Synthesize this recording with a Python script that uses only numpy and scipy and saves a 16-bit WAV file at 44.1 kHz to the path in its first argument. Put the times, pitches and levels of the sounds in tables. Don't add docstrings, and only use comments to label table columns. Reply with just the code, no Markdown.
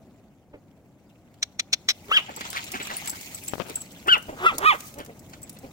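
import sys
import numpy as np
from scipy import signal
from scipy.fft import rfft, irfft, next_fast_len
from scipy.io import wavfile
from scipy.ndimage import uniform_filter1d

SR = 44100
rng = np.random.default_rng(int(sys.argv[2]) if len(sys.argv) > 2 else 0)


def put_to_file(sound):
    columns = np.atleast_2d(sound).T
    safe = np.clip(columns, -1, 1)
    whole_steps = np.round(safe * 32767)
    wavfile.write(sys.argv[1], SR, whole_steps.astype(np.int16))


N = 252252
TIME = np.arange(N) / SR
SIDES = np.array([[.5], [-.5]])

# (time of the top [s], top pitch before any cling [Hz], rise [s], fall [s], cling to the throat resonance [0-1],
#  time of the break [s], burst at the break [dB], chest level [dB], chest pitch [Hz], chest roughness [0-1],
#  lower throat level [dB], upper throat level [dB], roughness [0-1], half-pitch share [0-1],
#  left lag [samples], left-right difference of the lower throat [dB])
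YELP_EVENTS = [(2.15, 1691, .058, .058, 0, 2.117, 17, -41, 425, .6, -28, -19, .22, .15, 8, 2.5),
               (4.106, 1657, .04, .075, .8, 4.094, 4, -31, 354, .4, -18.5, -20.5, .06, 0.06, -17.5, 2.5),
               (4.474, 1351, .095, .066, 0, 4.467, 12, -30, 378, .05, -24, -31, .12, .5, -9.5, -0.5),
               (4.678, 1265, 0.077, 0.077, 0.01, 4.659, 1, -32, 402, .42, -18, -21.5, .06, .55, -13, -7)]
# (time of the peak [s], level [dB], rise [s], pitch at the peak [Hz],
#  mouth opening [factor on the chest resonance])
WOOF_EVENTS = [(.539, -42, 0.0083, 301.6, 1.16), (4.29, -31, 0.0083, 321, 1.33),
               (4.334, -39.5, .018, 276.5, 1.2), (4.554, -38.5, .022, 271.6, 0.92),
               (4.588, -36, .012, 313.4, 1.9), (4.995, -39, .04, 298.5, 1.3),
               (5.096, -42.5, 0.022, 240.2, 1.1), (5.645, -41, .016, 265.4, 1.07)]
WOOF_ROUGHNESS = 0.54


def dog(chest_mouth=1.1, return_mouth=1.4, woof_fall_s=0.035):
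    out = np.zeros((2, N))
    for (top_s, top_hz, rise, fall, cling, break_s, burst_db, chest_db, chest_hz, chest_rough,
         low_db, high_db, rough, half, lag, pan_db) in YELP_EVENTS:
        chest = woof(break_s - .012, chest_db, .6 * rise, 0.014, chest_hz, chest_rough, chest_mouth)
        add(out, *chest, lag)
        add(out, *squeal(top_s, top_hz, rise, fall, cling, break_s, burst_db,
                         low_db, high_db, rough, half, pan_db), lag)
        back = woof(top_s + .82 * fall, chest_db - 6, .012, .024, 330, WOOF_ROUGHNESS, return_mouth)
        add(out, *back, lag)
    yelp_times = [row[0] for row in YELP_EVENTS]
    yelp_lags = [row[-2] for row in YELP_EVENTS]
    for s, db, rise, hz, mouth in WOOF_EVENTS:
        lag = np.interp(s, yelp_times, yelp_lags)
        add(out, *woof(s, db, rise, woof_fall_s, hz, WOOF_ROUGHNESS, mouth), lag)
    return out


# (frequency [Hz], gain [dB])
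LOWER_THROAT = [(200, -26), (500, -4.5), (900, -1.5), (1250, 4), (1700, -3.5), (2000, -9.5), (2500, -36)]
# (frequency [Hz], gain [dB])
UPPER_THROAT = [(1400, -55.5), (1900, -0.5), (2400, -1.5), (2900, 1), (3400, -1.5), (4100, -22.5),
                (5300, -22), (7000, -32.5), (15000, -48)]
# (frequency [Hz], gain [dB])
TEETH_RASP = [(2500, -24.5), (3500, 6.5), (4300, -8.5), (5400, -11.5), (6500, -11.5), (8000, -13.5),
              (15000, -19.5)]
CLING_HZ, CLING_RANGE_HZ = 1423, 251
BREAK_S, HALF_PITCH_S = 0.0054, .028


def squeal(top_s, top_hz, rise, fall, cling, break_s, burst_db, low_db, high_db, rough_top, half_top,
           pan_db, flutter_db=1.0, rasp_db=-25, high_pan_db=1.5, unbroken_db=-2):
    t = np.arange(top_s - 1.2 * rise, top_s + 1.15 * fall, 1 / SR)
    u = (t - top_s) / np.where(t < top_s, rise, fall)
    hz = top_hz * np.exp(-u ** 2)
    hz = hz - cling * (hz - CLING_HZ) * np.exp(-((hz - CLING_HZ) / CLING_RANGE_HZ) ** 2)

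    since_break = t - break_s
    unbroken = .5 - .5 * np.tanh(since_break / BREAK_S + 1)
    rough = np.clip(rough_top + .6 * unbroken + .65 * np.maximum(u, 0) ** 2, 0, 1)
    half = half_top * np.exp(-(since_break / HALF_PITCH_S) ** 2)
    clean, puffs = folds(hz, rough, half, count=4)

    burst = burst_db * np.exp(-(since_break / BREAK_S) ** 2)
    low_fade = 18 * np.abs(u) ** 1.4
    lower = amp(low_db - low_fade + boost(hz, centre_hz=1270, width=170, db=5) + burst)
    open_at = .3
    high_fade = np.where(u < open_at, 19, 70) * (u - open_at) ** 2
    upper = amp(high_db + boost(2 * hz, centre_hz=2810, width=270, db=9.5) - high_fade)

    low_voice = lower * voiced(clean, puffs, rough, LOWER_THROAT) * amp(SIDES * pan_db)
    high_voice = upper * voiced(clean, puffs, rough, UPPER_THROAT) * amp(SIDES * high_pan_db)
    rasp = np.hypot(lower, upper) * amp(rasp_db) * unit(colour(puffs, TEETH_RASP))
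    flutter = amp(flutter_db * wander(len(t), 200) + unbroken_db * unbroken)
    return t[0], (low_voice + high_voice + rasp) * flutter * signal.windows.tukey(len(t), .08)


# (frequency [Hz], gain [dB])
CHEST_RESONANCE = [(120, -2), (250, -3.5), (380, 3), (600, -1.5), (900, -12), (1500, -16.5), (2300, -18),
                   (4000, -35.5), (8000, -60)]


def woof(s, db, rise, fall, hz, rough, mouth, lift=0.0999):
    effort = swell(rise, fall)
    clean, puffs = folds(hz * (1 - lift + lift * effort), rough, 0, slope=0.41)
    throat = np.multiply(CHEST_RESONANCE, [mouth, 1])
    return s - 2 * rise, amp(db) * effort * voiced(clean, puffs, rough, throat)


def folds(hz, rough, half, jitter=.05, slope=1.0, count=8):
    n = len(hz)
    turns = np.cumsum(hz * (1 + jitter * rough * wander(n, 500.4))) / SR

    def harmonics(numbers):
        return sum(np.cos(2 * np.pi * k * turns) / k ** slope for k in numbers)

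    clean = harmonics(np.arange(1, count + 1)) + half * harmonics(np.arange(1.5, count))
    puffs = (1 + 0.8 * np.cos(2 * np.pi * turns)) * rng.standard_normal(n)
    return clean, puffs


def voiced(clean, puffs, rough, throat):
    tone = colour(clean, throat)
    tone /= np.sqrt(np.abs(uniform_filter1d(tone ** 2, size=300)) + 1e-9)
    air = unit(colour(puffs, throat))
    r = np.clip(rough, 0, 1) ** 1.3
    return ((1 - r) * tone + r * air) / np.hypot(1 - r, r)


def boost(hz, centre_hz, width, db):
    return db * np.exp(-((hz - centre_hz) / width) ** 2)


# (time of the peak [s], level [dB], length [s], centre [Hz], level of the low plop [dB])
PAW_SLAPS = [(2.294, -39.5, 0.052, 1200, -42), (2.376, -36, .025, 1500, -40.5),
             (2.412, -28, .019, 2180, -36.5), (2.455, -35.5, 0.044, 2660, -55),
             (2.563, -28.5, .07, 2120, -54), (2.749, -31, .055, 2130, -35), (2.808, -30, .041, 1890, -41.5),
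             (2.915, -32, 0.088, 1880, -41), (3.054, -39.5, .06, 2050, -53), (3.135, -39.5, .05, 1580, -54),
             (3.705, -43, .042, 2400, -40.5), (5.0, -37.5, .055, 1530, -41), (5.337, -44, 0.031, 2290, -64),
             (5.57, -52, .033, 2210, -65)]
# (time [s], crack level [dB], knock level [dB])
GRIT_SNAPS = [(1.3413, -52, -54), (2.4094, -40, -26), (2.5295, -30, -26.5), (2.5614, -36, -30),
              (2.8704, -28.5, -27), (3.0578, -23, -45), (3.074, -18, -32), (3.697, -25.5, -38),
              (4.582, -11, -42), (4.805, -25.5, -35.5), (4.9404, -33.5, -44), (5.0615, -36, -44),
              (5.4945, -25.5, -52.5)]


def paws(snap_db=-5, knock_db=0, snap_s=0.0038, slap_db=-2, plop_hz=600):
    out, t = np.zeros((2, N)), np.arange(2000) / SR
    for s, db, length, hz, plop_db in PAW_SLAPS:
        rise = .3 * length
        push = swell(rise, length - rise)
        patter = grains(len(push), 1500, 3.0)
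        drops = colour(patter, [(hz / 7, -18), (hz / 2, -6), (hz, 0), (hz * 1.46, -6), (hz * 5, -24)])
        wet = lumpy(pair(unit(drops), .7), 4.0) + .8 * bubbles(len(push), hz)
        plop = bubbles(len(push), plop_hz, per_s=350, cycles=4.5, glide=0.021)
        add(out, s - 2 * rise, push * (amp(db + slap_db) * wet + amp(plop_db) * plop), -18)
    for s, crack_db, low_db in GRIT_SNAPS:
        grit = rng.standard_normal((2, len(t)))
        crack = unit(colour(grit, [(1500, -23.5), (4000, -1), (7000, 9.0), (15000, 3.5)]))
        knock = unit(resonate(grit, 1800, 2200))
        shape = np.exp(-t / snap_s) * (1 - np.exp(-t / 0.00046))
        snap = amp(crack_db + snap_db) * crack + amp(low_db + knock_db) * knock
        add(out, s, pair(snap, 0.38) * shape, -18)
    return out


# (time [s], tick level [dB], ring of the large tag [dB], ring of the small tag [dB])
TAG_KNOCKS = [(2.3615, -15, -39, -50), (2.5011, -11, -40, -46), (2.6409, -15, -41, -50),
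              (2.7167, -8, -44, -41), (2.827, -21, -35, -61), (2.9647, -24, -56, -31),
              (3.0735, -21, -29, -39), (3.0961, -4.5, -26, -36), (3.2101, -13.5, -48, -53),
              (3.3456, -13, -31.5, -55), (3.4364, -22, -51, -38), (3.4793, -9.5, -31.5, -44.5),
              (3.7549, -11, -25.5, -36), (3.805, -37, -32, -52), (4.0715, -17.5, -39, -51),
              (4.9847, -19, -55, -57), (5.1924, -25, -54, -72), (5.4291, -22.5, -36.5, -67.5),
              (5.4948, -20, -45, -52)]
# (frequency before chance detuning [Hz], level [dB], t60 [s])
TAG_RINGS = [(7545, -2.5, 0.097), (7830, 6.5, 0.058), (9150, 0, .05), (9500, -1.5, 0.14), (9660, 0.5, 0.1),
             (10620, -13.5, 0.094), (12850, -6.5, 0.072), (13050, -9.5, .08), (14550, -13, .06),
             (15600, -7.5, .06)]


def collar(low_db=0, high_db=0, tick_db=-14, tick_s=.005, rattle_s=0.0022, pan_db=2.0):
    out, t = np.zeros((2, N)), np.arange(9000) / SR
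    hz, mode_db, t60 = np.transpose(TAG_RINGS)[:, :, None]
    one_each = (len(hz), 1)
    for s, db, large_db, small_db in [*TAG_KNOCKS, *jostles()]:
        strength = np.where(hz < 8500, large_db + low_db, small_db + high_db)
        strength = strength + 2 * rng.standard_normal(one_each)
        detune = 1 + 0.0017 * rng.standard_normal(one_each)
        turns = hz * t * detune + rng.random((2, *one_each))
        modes = amp(strength + mode_db - 60 * t / t60) * np.sin(2 * np.pi * turns)
        ring = modes.sum(1) * (1 - np.exp(-t / rattle_s))
        ring *= 1 + .5 * wander(len(t), 250)
        tick = unit(colour(grains(len(t), 6000, 1.2), FINE_COLOUR))
        tick = tick * np.exp(-t / tick_s) * (1 - np.exp(-t / 0.001))
        add(out, s, ring + amp(db + tick_db) * tick, 0, pan_db)
    return out


def jostles(count=24, start_s=2.4, end_s=5.65, jitter_s=.04, spread_db=3.5):
    chance = rng.standard_normal((count, 4))
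    times = np.linspace(start_s, end_s, count) + jitter_s * chance[:, 0]
    levels = np.add((-27, -59, -59), spread_db * chance[:, 1:])
    return np.column_stack([times, levels])


# (time [s], relative level [dB], length [s], mouth size [factor on its resonances],
#  hiss relative to the ring [dB])
LIP_SMACKS = [(1.4267, -20, 0.011, 0.94, -17.5), (1.594, -21, 0.012, 0.95, -19.5),
              (1.7288, -17.5, 0.017, 0.95, -16), (1.8866, -18.5, 0.031, 0.89, -14)]
# (frequency [Hz], width, doubled in each of two passes [Hz], gain [dB])
MOUTH_MODES = [(766, 450, -13), (1670, 590, -4.5), (2390, 530, 3), (3790, 310, 6), (4320, 470, 9),
               (5590, 680, 4.5), (6073, 435, 4.5), (7200, 2360, -13.5)]


def smacks(tail_db=-15, tail_s=0.002):
    out, t = np.zeros((2, N)), np.arange(-.008, .05, 1 / SR)
    for s, db, length, size, air_db in LIP_SMACKS:
        moments = [-.008, -.003, 0, .0012, length * 0.51, length + 0.00085, length + 7 * tail_s]
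        shape = np.interp(t, moments, [-45, -24, -11, 1.5, -2, tail_db, -70])
        flutter = grains(len(t), 9000, 1.4) * amp(shape)
        ring = 0
        for hz, width, mode_db in MOUTH_MODES:
            once = resonate(flutter, hz * size, 2 * width)
            ring = ring + amp(mode_db) * resonate(once, hz * size, 2 * width)
        sound = unit(ring) + amp(air_db) * unit(flutter)
        strength = amp(db) * np.sqrt(length * SR / len(t))
        add(out, s + t[0], strength * pair(sound, 0.63), 7, 2.2)
    return out


# (time [s], approximate peak level [dB])
PORT_BUMPS = [(3.536, -12), (3.5562, -22.5), (3.5821, -22), (3.601, -13.5), (3.6066, -18.5)]
# (time of the peak [s], level [dB], rise [s], fall [s])
PORT_RUBS = [(3.537, -30.5, 0.0041, 0.015), (3.605, -25, .016, .028), (3.67, -41, .04, 0.13)]
# (frequency [Hz], density [dB per Hz])
RUB_SPECTRUM = [(35, -43), (60, -10), (463, -8), (540, -2.5), (1060, -14), (1280, -8.5), (2080, -20),
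                (2330, -12.5), (6000, -30), (7800, -55), (13200, -120)]


def finger(right_db=-27, bump_width_s=0.00054):
    out, t = np.zeros((2, N)), np.arange(-.004, .004, 1 / SR)
    u = t / bump_width_s
    for s, db in PORT_BUMPS:
        add(out, s + t[0], -1.5 * amp(db) * np.tanh(4 * u) * np.exp(-np.abs(u)))
    for s, db, rise, fall in PORT_RUBS:
        press = swell(rise, fall)
        drag = unit(colour(grains(len(press), 2500, 1.5)[0], RUB_SPECTRUM))
        add(out, s - 2 * rise, amp(db) * press * drag)
    return out * amp([[0], [right_db]])


# (time [s], body level [dB], fizz level [dB])
SPRAY_LEVELS = [(0.0, -71.5, -76), (0.48, -77, -79), (1.72, -68.5, -73.5), (2.04, -57.5, -57.5),
                (2.17, -45, -47), (2.28, -51, -67), (2.42, -44.5, -54), (3.0, -42.5, -46.5),
                (3.4, -49, -47), (3.9, -53, -54.5), (4.17, -59.5, -58.5), (4.55, -49, -53.5),
                (4.87, -54.5, -46.5), (5.03, -62.5, -61.5), (5.72, -60, -60)]
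# (frequency [Hz], density [dB per Hz])
COARSE_COLOUR = [(250, -12.5), (450, -14.5), (700, -1), (1300, -19), (2100, 4.5), (3200, -1), (5500, -7),
                 (7400, -2.5), (9000, -21.5), (16000, -34.5)]
# (frequency [Hz], density [dB per Hz])
FINE_COLOUR = [(3000, -17), (6000, -2), (8000, -3.5), (11000, -7.5), (15500, -2)]


def spray(body_db=1, fizz_db=2, clump_db=2.0):
    s, body, fizz = np.transpose(SPRAY_LEVELS)
    clumps = clump_db * wander(N, 70)
    patter = pair(unit(colour(grains(N, 4000, 2.6), COARSE_COLOUR)), 0.19)
    plinks = .5 * bubbles(N, 2300, per_s=300, cycles=10)
    coarse = (patter + plinks) * amp(np.interp(TIME, s, body) + body_db + clumps)
    fine = unit(colour(grains(N, 9000, 3.1), FINE_COLOUR))
    fine = fine * amp(np.interp(TIME, s, fizz) + fizz_db + clumps)
    out = np.zeros((2, N))
    add(out, 0, lumpy(coarse, 4.0), -18, .8)
    add(out, 0, pair(fine, .2), -18, -1.5)
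    return out


def bubbles(n, hz, per_s=260, cycles=11, glide=.06, count=14):
    out = np.zeros(n)
    sizes_hz = hz * np.geomspace(.35, 2.2, count) * rng.uniform(.9, 1.1, count)
    for f in np.clip(sizes_hz, 100, 12000):
        u = np.arange(0, 5, f / cycles / SR)
        ring = np.exp(-u) * (1 - np.exp(-8 * u)) * np.sin(2 * np.pi * cycles * u * (1 + glide * u))
        pops = (rng.random(n) < per_s / count / SR) * rng.uniform(0.29, 1, n)
        out += signal.fftconvolve(pops, ring)[:n] * min(f / hz, hz / f) ** .5
    return unit(out)


def lumpy(x, depth_db):
    z = signal.stft(x, nperseg=256, noverlap=192)[2]
    chance = rng.standard_normal(z.shape[1:])
    blobs = unit(uniform_filter1d(uniform_filter1d(chance, size=4, axis=0), size=14, axis=1))
    z = z * unit(amp(depth_db * blobs))
    return signal.istft(z, nperseg=256, noverlap=192)[1][:, :x.shape[1]]


# (time [s], level [dB])
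WIND_LEVELS = [(0.0, -53.5), (0.32, -59), (1.34, -57), (2.66, -51.5), (4.08, -51), (4.5, -49),
               (4.66, -52.5), (5.72, -50.5)]
# (frequency [Hz], density [dB per Hz])
WIND_SPECTRUM = [(20, -22), (35, -14.5), (70, -2), (200, 0.5), (300, -3.5), (430, -11), (700, -10.5),
                 (1000, -21), (1500, -26), (3000, -39.5), (6000, -46), (15000, -44.5)]


def wind(level_db=2.5):
    air = pair(unit(colour(rng.standard_normal((2, N)), WIND_SPECTRUM)), 0.93)
    level = np.interp(TIME, *np.transpose(WIND_LEVELS)) + level_db + .5 * wander(N, 12)
    return air * amp(level) * amp(SIDES)


# (frequency [Hz], t60 [s])
TREE_DECAY = [(200, .4), (1200, 0.5), (3000, 0.46), (6000, 0.75), (15000, 0.34)]


def outdoors(x, ground_db=-17, trees_db=-25, ground_s=0.016):
    n = 32768
    hz, t, z = signal.stft(grains(n, 2500, 0.74), SR, nperseg=256)
    decay = amp(-60 * t / read(TREE_DECAY, hz)[:, None])
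    tail = signal.istft(z * decay, SR, nperseg=256)[1][:, :n]
    t = np.arange(n) / SR
    near = colour(grains(n, 3000, 0.94), [(1000, -1.5), (3500, 1), (6000, -6), (15000, -40.5)])
    near = near * np.exp(-t / ground_s) * (t > .002)
    echo = (amp(ground_db) * unit(near) + amp(trees_db) * unit(tail * (t > .015))) / np.sqrt(n)
    return signal.fftconvolve(x, echo, axes=1)[:, :N]


def amp(db):
    return 10 ** (np.asarray(db) / 20)


def unit(x):
    return x / np.sqrt(np.mean(x ** 2) + 1e-20)


def read(points, hz):
    f, value = np.transpose(points)
    return np.interp(np.log(hz + 1), np.log(f + 1), value)


def colour(x, points):
    n = x.shape[-1]
    size = next_fast_len(n + 512)
    gain = amp(read(points, np.fft.rfftfreq(size, 1 / SR)))
    return irfft(rfft(x, size) * gain, size)[..., :n]


def resonate(x, hz, width):
    return signal.lfilter(*signal.iirpeak(min(hz, SR / 2 - 500), hz / width, fs=SR), x)


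def add(mix, s, sound, lag=0, pan_db=0):
    both = np.broadcast_to(sound, (2, sound.shape[-1]))
    for channel, (one, side) in enumerate(zip(both, (1, -1))):
        start = max(0, round(s * SR + side * lag / 2))
        part = mix[channel, start:][:len(one)]
        part += amp(side * pan_db / 2) * one[:len(part)]


def pair(z, likeness):
    c = np.clip(likeness, 0, 1)
    return np.array([z[0], c * z[0] + np.sqrt(1 - c * c) * z[1]])


def grains(n, per_s, spread_db):
    size = amp(spread_db * np.minimum(rng.exponential(1, (2, n)), 4))
    return unit(size * rng.standard_normal((2, n)) * (rng.random((2, n)) < per_s / SR))


def wander(n, per_s):
    return np.interp(np.arange(n) * per_s / SR, np.arange(8000), rng.standard_normal(8000))


def swell(rise, fall):
    t = np.arange(-2 * rise, 3 * fall, 1 / SR)
    return np.exp(-2 * np.where(t < 0, (t / rise) ** 2, np.abs(t / fall) ** 1.35))


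def scene():
    far = dog() + paws() + collar()
    lips = smacks()
    echoes = outdoors(far + amp(-16) * lips)
    return far + lips + echoes + spray() + finger() + wind()


def record(dry, edge_hz=16000):
    lowpass = signal.firwin(511, edge_hz, window=("kaiser", 9), fs=SR)
    return signal.oaconvolve(dry, lowpass[None], "same")


dry = scene()
out = record(dry)
put_to_file(out)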